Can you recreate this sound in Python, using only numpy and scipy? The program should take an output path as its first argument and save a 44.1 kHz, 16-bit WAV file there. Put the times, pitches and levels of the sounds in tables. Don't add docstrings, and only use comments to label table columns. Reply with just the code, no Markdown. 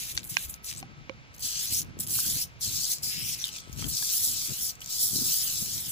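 import sys
import numpy as np
from scipy import signal
from scipy.fft import rfft, irfft, next_fast_len
from scipy.io import wavfile
from scipy.ndimage import map_coordinates

SR = 44100
rng = np.random.default_rng(int(sys.argv[2]) if len(sys.argv) > 2 else 0)


def int16_out(signal):
    q = np.round(np.clip(np.atleast_2d(signal).T, -1, 1) * 32767)
    wavfile.write(sys.argv[1], SR, q.astype(np.int16))


N = 260631


# [t/s, fine hiss level/dB, coarse hiss level/dB]
JET_CURVES = [
    [(0, -32.5, -40), (.03, -33, -37.5), (.06, -39.5, -41), (.118, -35.5, -39)],
    [(.15, -40, -46), (.18, -43, -30.5), (.205, -57, -48), (.275, -39, -61)],
    [(.298, -30.5, -43.5), (.33, -38, -43.5), (.4, -35, -42), (.455, -37, -44.5)],
    [(.47, -69, -54), (.5, -31, -50), (.525, -44, -56), (.555, -50, -54)],
    [(.645, -37, -52), (.67, -38, -44), (.7, -38, -34.5), (.75, -47.5, -46.5), (.8, -42, -46.5)],
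    [(1.34, -53.5, -58), (1.375, -54, -66), (1.41, -36.5, -44)],
    [(1.425, -35, -35.5), (1.47, -32, -30.5), (1.55, -37.5, -34), (1.62, -31.5, -35), (1.69, -36, -35),
     (1.74, -24.5, -31), (1.8, -28, -33), (1.825, -37, -43)],
    [(2.002, -27.5, -44), (2.038, -30, -41.5)],
    [(2.08, -32, -40), (2.14, -25, -35.5), (2.2, -25, -32), (2.29, -27.5, -30), (2.385, -27.5, -25.5),
     (2.425, -26, -26.5), (2.448, -37.5, -38)],
    [(2.615, -32, -38), (2.64, -29, -30), (2.69, -32.5, -31), (2.88, -29.5, -29.5), (2.935, -27, -28)],
    [(2.95, -35, -35.5), (2.99, -57, -48), (3.015, -52, -55)],
    [(3.034, -29.5, -32), (3.06, -29, -34.5), (3.12, -30.5, -36), (3.22, -35.5, -37), (3.29, -26.5, -35.5),
     (3.345, -33, -32)],
    [(3.358, -41.5, -39), (3.47, -41, -36.5), (3.51, -54, -44), (3.56, -50, -37), (3.64, -66, -52),
     (3.76, -54, -51.5), (3.79, -41, -40.5), (3.87, -42, -41)],
    [(3.885, -29.5, -38), (3.97, -28.5, -30.5), (4.08, -30.5, -32.5), (4.17, -23.5, -31),
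     (4.3, -24.5, -31.5), (4.4, -29, -32), (4.55, -38, -35.5), (4.63, -28.5, -36), (4.701, -33, -33.5)],
    [(4.72, -58, -54), (4.78, -62, -66)],
    [(4.815, -42, -49), (4.845, -48, -42), (4.852, -54, -47), (4.885, -44, -40)],
    [(4.889, -38, -35.5), (4.91, -33, -30.5), (4.92, -35, -30), (5.03, -23.5, -29.5), (5.1, -33, -35),
     (5.18, -22.5, -29.5), (5.28, -26, -27), (5.4, -28.5, -32), (5.5, -27.5, -30.5), (5.7, -32, -31),
     (5.8, -33.5, -37), (5.91, -26.5, -38)],
]
OPEN_DB_PER_S, SHUT_DB_PER_S = 1596, 1100
TRAIL_DB, TRAIL_DB_PER_S = (-12, -14), (330, 190)
LEAK_DB = (-82, -75, -89)
# [t/s, level against coarse hiss/dB]
SPLASH_CURVE = [(0, -7), (.3, -11), (.4, -2), (.7, -10), (1.45, -14), (1.65, -10.5), (1.8, -14.5),
                (2.03, -9), (2.2, -11.5), (2.43, -24.5), (2.65, -22), (2.8, -20.5), (3.04, -21), (3.14, -5),
                (3.35, -11), (3.8, -5.5), (3.97, -21), (4.1, -14), (4.4, -19.5), (4.6, -10.5), (4.95, -33),
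                (5.18, -42), (5.3, -15.5), (5.7, -20.5), (5.85, -12)]
# [f/Hz, relative level/dB]
FINE_SPECTRUM = [(4000, -63), (6000, -9.5), (8000, 7), (10000, 8.5), (13000, 3.5), (16000, 7)]
COARSE_SPECTRUM = [(2000, -69), (3000, -13), (4200, 5.5), (5500, 8.5), (7000, 6.5), (8500, 9.5), (10000, 5),
                   (13000, -75)]
SPLASH_SPECTRUM = [(1100, -6.5), (1600, -2), (2200, 6), (3000, 10.5), (4000, 8.5), (6000, -57),
                   (9000, -75.5)]
# [from t/s, to t/s, sputter share 0-1 (held to .95 at most)]
SPUTTER_SPANS = [(0.153, 0.273, 0.96), (0.46, 0.57, 0.56), (0.71, 0.83, 0.9), (1.326, 1.396, 1),
                 (1.806, 1.86, 0.92), (1.993, 2.109, 0.55), (2.932, 3.012, 0), (3.4, 3.787, 0.68),
                 (4.82, 4.892, 0.65)]
STEADY_SPUTTER, SLUGS_PER_S = 0.36, 93
PATCH_DB, PATCH_RATE_HZ = 1.5, 31
GRAINS_PER_S, GRAINS_DB, GRAIN_CYCLES = 2500, -13.5, 37
# [t/s, peak level before the high-pass/dB, colour f/Hz]
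SPIT_EVENTS = [(0.152, -33, 5170), (0.1854, -43, 6370), (0.1954, -41, 8390), (0.2307, -32, 4470),
               (0.239, -32, 8300), (.2515, -45, 6000), (0.275, -33, 8440), (0.4944, -29, 8470),
               (0.54, -25.5, 6300), (0.643, -29, 5950), (0.664, -25, 8000), (0.762, -33, 7800),
               (0.779, -29, 8100), (1.346, -34.5, 7140), (1.3808, -32, 7000), (1.4042, -34, 8000),
               (1.823, -28, 9250), (1.989, -23, 8500), (2.005, -15, 8000), (2.0215, -34, 8000),
               (2.0286, -27, 7400), (2.066, -21, 10600), (2.072, -18, 10900), (2.609, -28, 6400),
               (2.958, -33, 7000), (2.983, -25, 7200), (3.004, -42, 7000), (3.029, -33, 5600),
               (3.3918, -31, 5930), (3.4, -26, 6000), (3.4137, -23, 5770), (3.4514, -20, 3900),
               (3.4686, -22, 5400), (3.48, -29, 5430), (3.489, -24, 3420), (3.5006, -40, 3680),
               (3.527, -30, 5900), (3.539, -32, 3500), (3.544, -39, 3500), (3.567, -25, 6000),
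               (3.585, -25.5, 3380), (3.602, -31, 5970), (3.728, -28, 6670), (4.025, -22, 3900),
               (4.7523, -35, 6790), (4.7945, -42, 7000), (4.8048, -27, 7450), (4.817, -28, 7000),
               (4.8426, -26, 7010), (4.8594, -22, 7150), (4.8745, -26, 6390), (4.881, -29, 5500)]
SPIT_RISE_S, SPIT_T60_S, SPIT_COLOUR = .0006, .011, .8
# [from t/s, to t/s, f/Hz, level at onset/dB]
WHISTLE_SPANS = [(0.668, .73, 8200, -36), (0.771, 0.798, 8220, -35), (3.03, 3.236, 5240, -35),
                 (3.024, 3.22, 7130, -48), (3.239, 3.36, 5640, -40.5), (3.389, 3.435, 5840, -38.5),
                 (4.415, 4.48, 4800, -41), (4.815, 4.832, 3050, -42), (4.607, 4.71, 5900, -37)]

# [t/s, delay of the cabinet echo/ms]
SWEEP_TURNS = [(0, .45), (.8, .45), (1.4, .62), (1.53, .65), (1.82, .3), (2.0, .52), (2.18, .7),
               (2.48, .33), (2.58, .45), (2.73, .79), (2.99, .4), (3.16, .42), (3.28, .32), (3.68, .89),
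               (3.86, .61), (4.04, .84), (4.24, .5), (4.45, .85), (4.65, .55), (4.82, .88), (5.05, .53),
               (5.23, .78), (5.41, .56), (5.59, .79), (5.8, .5), (5.98, .72)]
TREMBLE_MS = .009
LEAD_MS, LEAD_SWING = 0.2745, -0.12
SCATTER_DB = 0
# [t/s, left level/dB, right level/dB]
ECHO_CURVE = [(0, -13, -15), (1.3, -13, -15), (1.45, -5, -11), (2.85, -5, -12), (3.0, -5, -4),
              (3.6, -6, -6), (3.8, -7, -12), (4.2, -4.5, -11), (5.2, -4.5, -10), (5.5, -4, -7),
              (5.91, -3.5, -5)]
ECHO_TOP_HZ = 9500
LEFT_ECHO_MS, RIGHT_ECHO_MS = -.02, .04

# [t/s, base level/dB, dent f/Hz, dent t60/s, mode level/dB,
# left-right/dB (moves both ports), rebound share 0-1]
POP_EVENTS = [(0.176, -11.5, 4220, 0.0031, -10, 0.5, 0.76), (0.3687, -5, 2520, 0.015, 0.5, -15, 0.42),
              (0.8279, -34.5, 786, 0.04, 8, -0.5, 0.2), (1.0955, -21.5, 530, 0.062, 9, -12.5, 0),
              (2.1887, -21, 1370, 0.013, -17, 0, 0.2), (2.251, -37, 1500, 0.015, -7, 4, 0.1),
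              (3.4408, -19, 3660, 0.013, -33, 1, 0.4), (3.824, -26, 1280, 0.027, 3, -12, 0),
              (3.8422, -29.5, 3240, 0.027, -14, 5, 0), (4.0252, -31, 1705, 0.033, 0, 0, 0.25)]
# [f/Hz, relative level/dB, t60/s]
BOTTLE_MODES = [(344, -8, 0.025), (1097, -7, 0.012), (1460, -13, 0.01), (2325, 4, 0.012),
                (2890, -1.5, 0.01), (3500, -12.5, 0.012), (4150, -2, 0.0091), (5200, -1.5, 0.0073),
                (6000, -0.5, 0.0062), (7000, -4, 0.0063)]
DENT_RISE_CYCLES = .8
CRACKLE, CRACKLE_S = .2, .0012

# [peak t/s, length/s, buffeting level/dB, rumble level/dB, left-right/dB]
GUST_EVENTS = [(0.17, 0.31, -48, -51.5, 6), (0.46, 0.12, -62, -47.5, 25), (0.842, 0.24, -50.5, -64, 4),
               (1.89, 0.71, -47, -51, 1.5), (2.296, 0.31, -49.5, -52, 1.5), (2.694, 0.19, -48.5, -50, 5.5),
               (3.05, 0.079, -50.5, -65, 15), (3.233, 0.19, -50.5, -70, 11),
               (3.747, 0.22, -48.5, -46.5, 14.5), (3.85, 0.12, -45.5, -43.5, 9),
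               (4.317, 0.16, -48.5, -56, 1), (4.498, 0.055, -45, -59, 13), (5.166, 0.18, -45, -70, 15.5),
               (5.25, 0.23, -50.5, -69, 2), (5.636, 0.36, -48, -63, 6)]
BREEZE_DB, BREEZE_PAN_DB = (-56.5, -57.5), -1
GUST_RISE = 0.33
# [f/Hz, relative level/dB]
BUFFET_SPECTRUM = [(60, -25), (100, -3), (135, 0.5), (200, -10.5), (320, -18.5), (600, -43)]
GUST_TOP_SPECTRUM = [(120, -60), (200, 7.5), (300, 4.5), (450, -7), (800, -19), (1500, -15)]
RUMBLE_SPECTRUM = [(20, -19), (40, 8), (60, 11), (85, 10.5), (120, -1.5), (200, -42)]
# [t/s, level before the band-pass/dB, left-right/dB, f/Hz]
THUMP_EVENTS = [(1.722, -27, -2, 110), (1.856, -37, 4, 260), (1.969, -30.5, 7, 340),
                (1.993, -31.5, 15, 246), (2.288, -28, 8, 148), (2.675, -28, -5, 119),
                (3.674, -37.5, 16, 318), (3.696, -37, 19, 220), (3.796, -33.5, 17, 240),
                (3.862, -26, 12, 149), (4.52, -32, 14, 205), (5.132, -34, 19, 205),
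                (5.1601, -27, 19.5, 212), (5.1881, -33, 18, 205), (5.22, -31, 5, 205),
                (5.628, -32, 21, 205)]
THUMP_CYCLES = 3.1

# [f/Hz, relative level/dB]
STREET_SPECTRUM = [(150, -2), (350, -6), (600, -5.5), (1000, -6.5), (1600, -7.5), (2350, -2), (3000, -9),
                   (4500, -13), (6000, -16), (7500, -24), (9000, -78), (15000, -56)]
STREET_DB = -59.5
# [t/s, level ahead of the port gains/dB]
TONE_CURVE = [(0, -70), (.55, -62), (1.4, -66), (3.3, -66), (3.65, -61), (4.15, -61), (4.4, -66),
              (4.75, -60), (5.4, -60), (5.9, -70)]
TONE_HZ, TONE_WAVER_DB = 1299, 3

# [f/Hz, width/Hz, level/dB]
PORT_RESONANCES = [
    [(7300, 5400, 5), (9300, 4470, -9.5), (12600, 12000, -1), (14900, 2500, 5.5)],
    [(1597, 68, 7.5), (8440, 2860, -11), (11250, 1700, 6), (14200, 220, 1.5)],
]
CUTOFF_HZ = 15500


def nozzle():
    fine, coarse, splash = jet_gains()
    sputter = np.full(N, STEADY_SPUTTER)
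    for start, stop, share in SPUTTER_SPANS:
        sputter[round(start * SR):round(stop * SR)] = min(share, .95)
    turns = np.cumsum(SLUGS_PER_S / SR * from_db(3.0 * drift(40)))
    starts = np.diff(np.floor(turns), prepend=0) * from_db(rng.normal(0, 2.8, N))
    fall = np.exp(-1 / (.0035 * SR))
    rise = np.exp(-1 / (.0005 * SR))
    slugs = rms_one(signal.lfilter([1], np.convolve([1, -fall], [1, -rise]), starts))
    chop = np.sqrt(1 - sputter ** 2 + (sputter * slugs) ** 2)
    hiss = np.zeros((3, N))
    for spectrum, gain in ((FINE_SPECTRUM, fine), (COARSE_SPECTRUM, coarse), (SPLASH_SPECTRUM, splash)):
        flutter = from_db(0.85 * drift(220) + 2.12 * drift(8.7))
        hiss += gain * flutter * coloured(spectrum, channels=3)
    ringing = from_db(GRAINS_DB) * coarse * grains()
    return chop * (patchy(hiss) + ringing)


def jet_gains():
    t, hiss = np.arange(N) / SR, np.zeros((2, N))
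    for rows in JET_CURVES:
        s, *levels = np.transpose(rows)
        near = slice(max(round((s[0] - .1) * SR), 0), round((s[-1] + .5) * SR))
        before = np.maximum(s[0] - t[near], 0)
        after = np.maximum(t[near] - s[-1], 0)
        for k, level_db in enumerate(levels):
            trail = (after > 0) * from_db(TRAIL_DB[k] - TRAIL_DB_PER_S[k] * after)
            tail = from_db(-SHUT_DB_PER_S * after) + trail
            gain = from_db(np.interp(t[near], s, level_db) - OPEN_DB_PER_S * before) * tail
            hiss[k, near] = np.maximum(hiss[k, near], gain)
    fine, coarse = hiss
    splash = coarse * from_db(in_time(SPLASH_CURVE)[0])
    return [np.hypot(gain, from_db(db)) for gain, db in zip((fine, coarse, splash), LEAK_DB)]


def patchy(x):
    edges, out = np.geomspace(2200, 15000, num=16), x.copy()
    for low, high in zip(edges, edges[1:]):
        band = signal.sosfilt(signal.butter(1, [low, high], "band", fs=SR, output="sos"), x)
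        out += (from_db(PATCH_DB * drift(PATCH_RATE_HZ)) - 1) * band
    return out


def grains():
    sizes = from_db(3.7 * np.minimum(rng.exponential(1, (3, N)), 5))
    clicks = sizes * (rng.random((3, N)) < GRAINS_PER_S / SR)
    dealt = rng.integers(0, 14, (3, N))
    out = np.zeros((3, N))
    for k, hz in enumerate(np.geomspace(3200, 8500, num=14)):
        out += ring(clicks * (dealt == k) + 1e-18, hz, GRAIN_CYCLES / hz)
    return rms_one(out)


def spits():
    out, t = np.zeros((3, N)), np.arange(2000) / SR
    white = rng.standard_normal((len(SPIT_EVENTS), 3, len(t)))
    burst = (1 - np.exp(-t / SPIT_RISE_S)) ** 2 * from_db(-60 * t / SPIT_T60_S)
    for (s, peak_db, hz), puff in zip(SPIT_EVENTS, white * burst):
        puff = np.diff(puff, prepend=0) + SPIT_COLOUR * ring(puff, hz, .002)
        at = round(s * SR)
        out[:, at:at + len(t)] += from_db(peak_db) * puff / np.abs(puff).max(axis=1, keepdims=True)
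    return signal.sosfilt(signal.butter(2, 2800, "high", fs=SR, output="sos"), out)


def whistles():
    out = np.zeros((3, N))
    for start, stop, hz, level_db in WHISTLE_SPANS:
        at, end = round(start * SR), round(stop * SR)
        once = ring(rng.standard_normal((3, 12000)), hz, .003)
        tone = rms_one(ring(once, hz, .003))[:, :end - at]
        out[:, at:end] += from_db(level_db + np.linspace(0, -5.0, end - at)) * tone
    return out


def off_cabinet(jet):
    s, ms = np.transpose(SWEEP_TURNS)
    turn = np.interp(np.arange(N) / SR, s, np.arange(len(s)))
    eased = np.floor(turn) + (1 - np.cos(np.pi * (turn % 1))) / 2
    echo_ms = np.interp(eased, np.arange(len(s)), ms) + TREMBLE_MS * drift(29)
    echo = from_db(np.minimum(in_time(ECHO_CURVE), -2))
    direct = [jet[0], late(jet[0], LEAD_MS + LEAD_SWING * (echo_ms - .65))]
    near = direct + from_db(SCATTER_DB) * jet[1:]
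    dull = signal.sosfilt(signal.butter(2, ECHO_TOP_HZ, fs=SR, output="sos"), near)
    back = echo * [late(dull[0], echo_ms + LEFT_ECHO_MS), late(dull[1], echo_ms + RIGHT_ECHO_MS)]
    return (near + back) / np.sqrt((1 + from_db(2 * SCATTER_DB)) * (1 + echo ** 2))


def pops():
    out, t = np.zeros((2, N)), np.arange(3000) / SR
    for s, base_db, hz, t60, modes_db, pan_db, rebound in POP_EVENTS:
        snap = np.zeros(len(t))
        snap[[0, 49, 95]] = 1, rebound, -.4 * rebound
        snap += CRACKLE * np.diff(rng.standard_normal(len(snap) + 1)) * np.exp(-t / CRACKLE_S)
        modes = np.zeros(len(t))
        for mode_hz, db, mode_t60 in BOTTLE_MODES:
            octaves = abs(np.log2(mode_hz / hz))
            modes += from_db(db - 4.6 * octaves) * ring(snap, mode_hz, mode_t60)
        dent = ring(snap, hz, t60) * (1 - np.exp(-t * hz / DENT_RISE_CYCLES))
        sound = dent + from_db(modes_db) * modes
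        band = [.38 * hz, min(7 * hz, 7800)]
        sound = signal.sosfilt(signal.butter(2, band, "band", fs=SR, output="sos"), sound)
        for k, lag in enumerate((0, 8)):
            at = round(s * SR) + lag
            out[k, at:at + len(snap)] += from_db(base_db + pan_db * (1.5 - k)) * sound
    return out


def wind():
    buffet_db, rumble_db, pan_db = gusting()
    lumps = from_db([4.2 * drift(15), 4.2 * drift(15)])
    left, right, shared = coloured(BUFFET_SPECTRUM, channels=3)
    low = np.array([left + 0.31 * shared, right + 0.41 * shared])
    top = from_db(1.9 * (buffet_db + 47.5) - 7) * coloured(GUST_TOP_SPECTRUM, channels=2)
    buffet = from_db(buffet_db) * lumps * (low + top)
    rumble = from_db(rumble_db) * coloured(RUMBLE_SPECTRUM, channels=2)
    return from_db(pan_db * np.array([[.5], [-.5]])) * (buffet + rumble)


def gusting():
    t = np.arange(N) / SR
    power = np.outer(from_db(2 * np.array(BREEZE_DB)), np.ones(N))
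    pan = from_db(2 * BREEZE_DB[0]) * BREEZE_PAN_DB
    for s, length, buffet_db, rumble_db, pan_db in GUST_EVENTS:
        side = length * np.where(t < s, GUST_RISE, 1 - GUST_RISE)
        swell = np.exp(-2 * ((t - s) / side) ** 2) * from_db([[2 * buffet_db], [2 * rumble_db]])
        power = power + swell
        pan = pan + pan_db * swell[0]
    buffet_db, rumble_db = 10 * np.log10(power)
    return buffet_db, rumble_db, pan / power[0]


def thumps():
    out = np.zeros((2, N + 4000))
    for s, level_db, pan_db, hz in THUMP_EVENTS:
        swing = ring(np.r_[1., np.zeros(3999)], hz, THUMP_CYCLES / hz)
        at = round(s * SR)
        out[:, at:at + len(swing)] += from_db(level_db + pan_db * np.array([[.5], [-.5]])) * swing
    return signal.sosfilt(signal.butter(2, [70, 600], "band", fs=SR, output="sos"), out[:, :N] + 1e-18)


def street():
    shared, left, right = coloured(STREET_SPECTRUM, channels=3)
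    wash = from_db(STREET_DB) * np.array([left + 1.34 * shared, right + 1.3 * late(shared, 0.25)])
    tone_gain = from_db(in_time(TONE_CURVE)[0] + TONE_WAVER_DB * drift(13.0))
    tone = tone_gain * np.sin(2 * np.pi * TONE_HZ * np.arange(N) / SR)
    return wash + tone * [[.6], [-1.4]]


def from_db(db):
    return 10 ** (np.asarray(db) / 20)


def rms_one(x):
    return x / np.sqrt(np.mean(x ** 2) + 1e-20)


def in_time(rows):
    s, *columns = np.transpose(rows)
    return [np.interp(np.arange(N) / SR, s, c) for c in columns]


def coloured(spectrum, channels):
    size = next_fast_len(N)
    hz, level_db = np.transpose(spectrum)
    hz, level_db = np.r_[hz, 4 * hz[-1]], np.r_[level_db, level_db[-1] - 40]
    bins_hz = np.arange(1, size // 2 + 2) * SR / size
    shape = from_db(np.interp(np.log(bins_hz), np.log(hz), level_db, left=-90))
    white = rng.standard_normal((channels, size))
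    return rms_one(irfft(rfft(white) * shape, size)[:, :N])


def drift(rate_hz):
    r = np.exp(-2 * np.pi * rate_hz / SR)
    return rms_one(signal.lfilter([1], [1, -2 * r, r * r], rng.standard_normal(N + SR))[SR:])


def ring(x, hz, t60):
    r, w = from_db(-60 / (t60 * SR)), 2 * np.pi * hz / SR
    return signal.lfilter([0, np.sin(w)], [1, -2 * r * np.cos(w), r * r], x)


def late(x, ms):
    return map_coordinates(x, [np.arange(N) - ms * SR / 1000], order=3, prefilter=True)


def scene():
    jet = nozzle() + spits() + whistles()
    return off_cabinet(jet) + pops() + wind() + thumps() + street()


def record(dry):
    out = dry.copy()
    for k, port in enumerate(PORT_RESONANCES):
        for hz, width_hz, db in port:
            w, lift = 2 * np.pi * hz / SR, from_db(db / 2)
            a = np.sin(w) * width_hz / hz / 2
            zeros = [1 + a * lift, -2 * np.cos(w), 1 - a * lift]
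            poles = [1 + a / lift, -2 * np.cos(w), 1 - a / lift]
            out[k] = signal.lfilter(zeros, poles, out[k])
    return signal.sosfilt(signal.ellip(12, .5, 75, CUTOFF_HZ, fs=SR, output="sos"), out)


dry = scene()
out = record(dry)
int16_out(out)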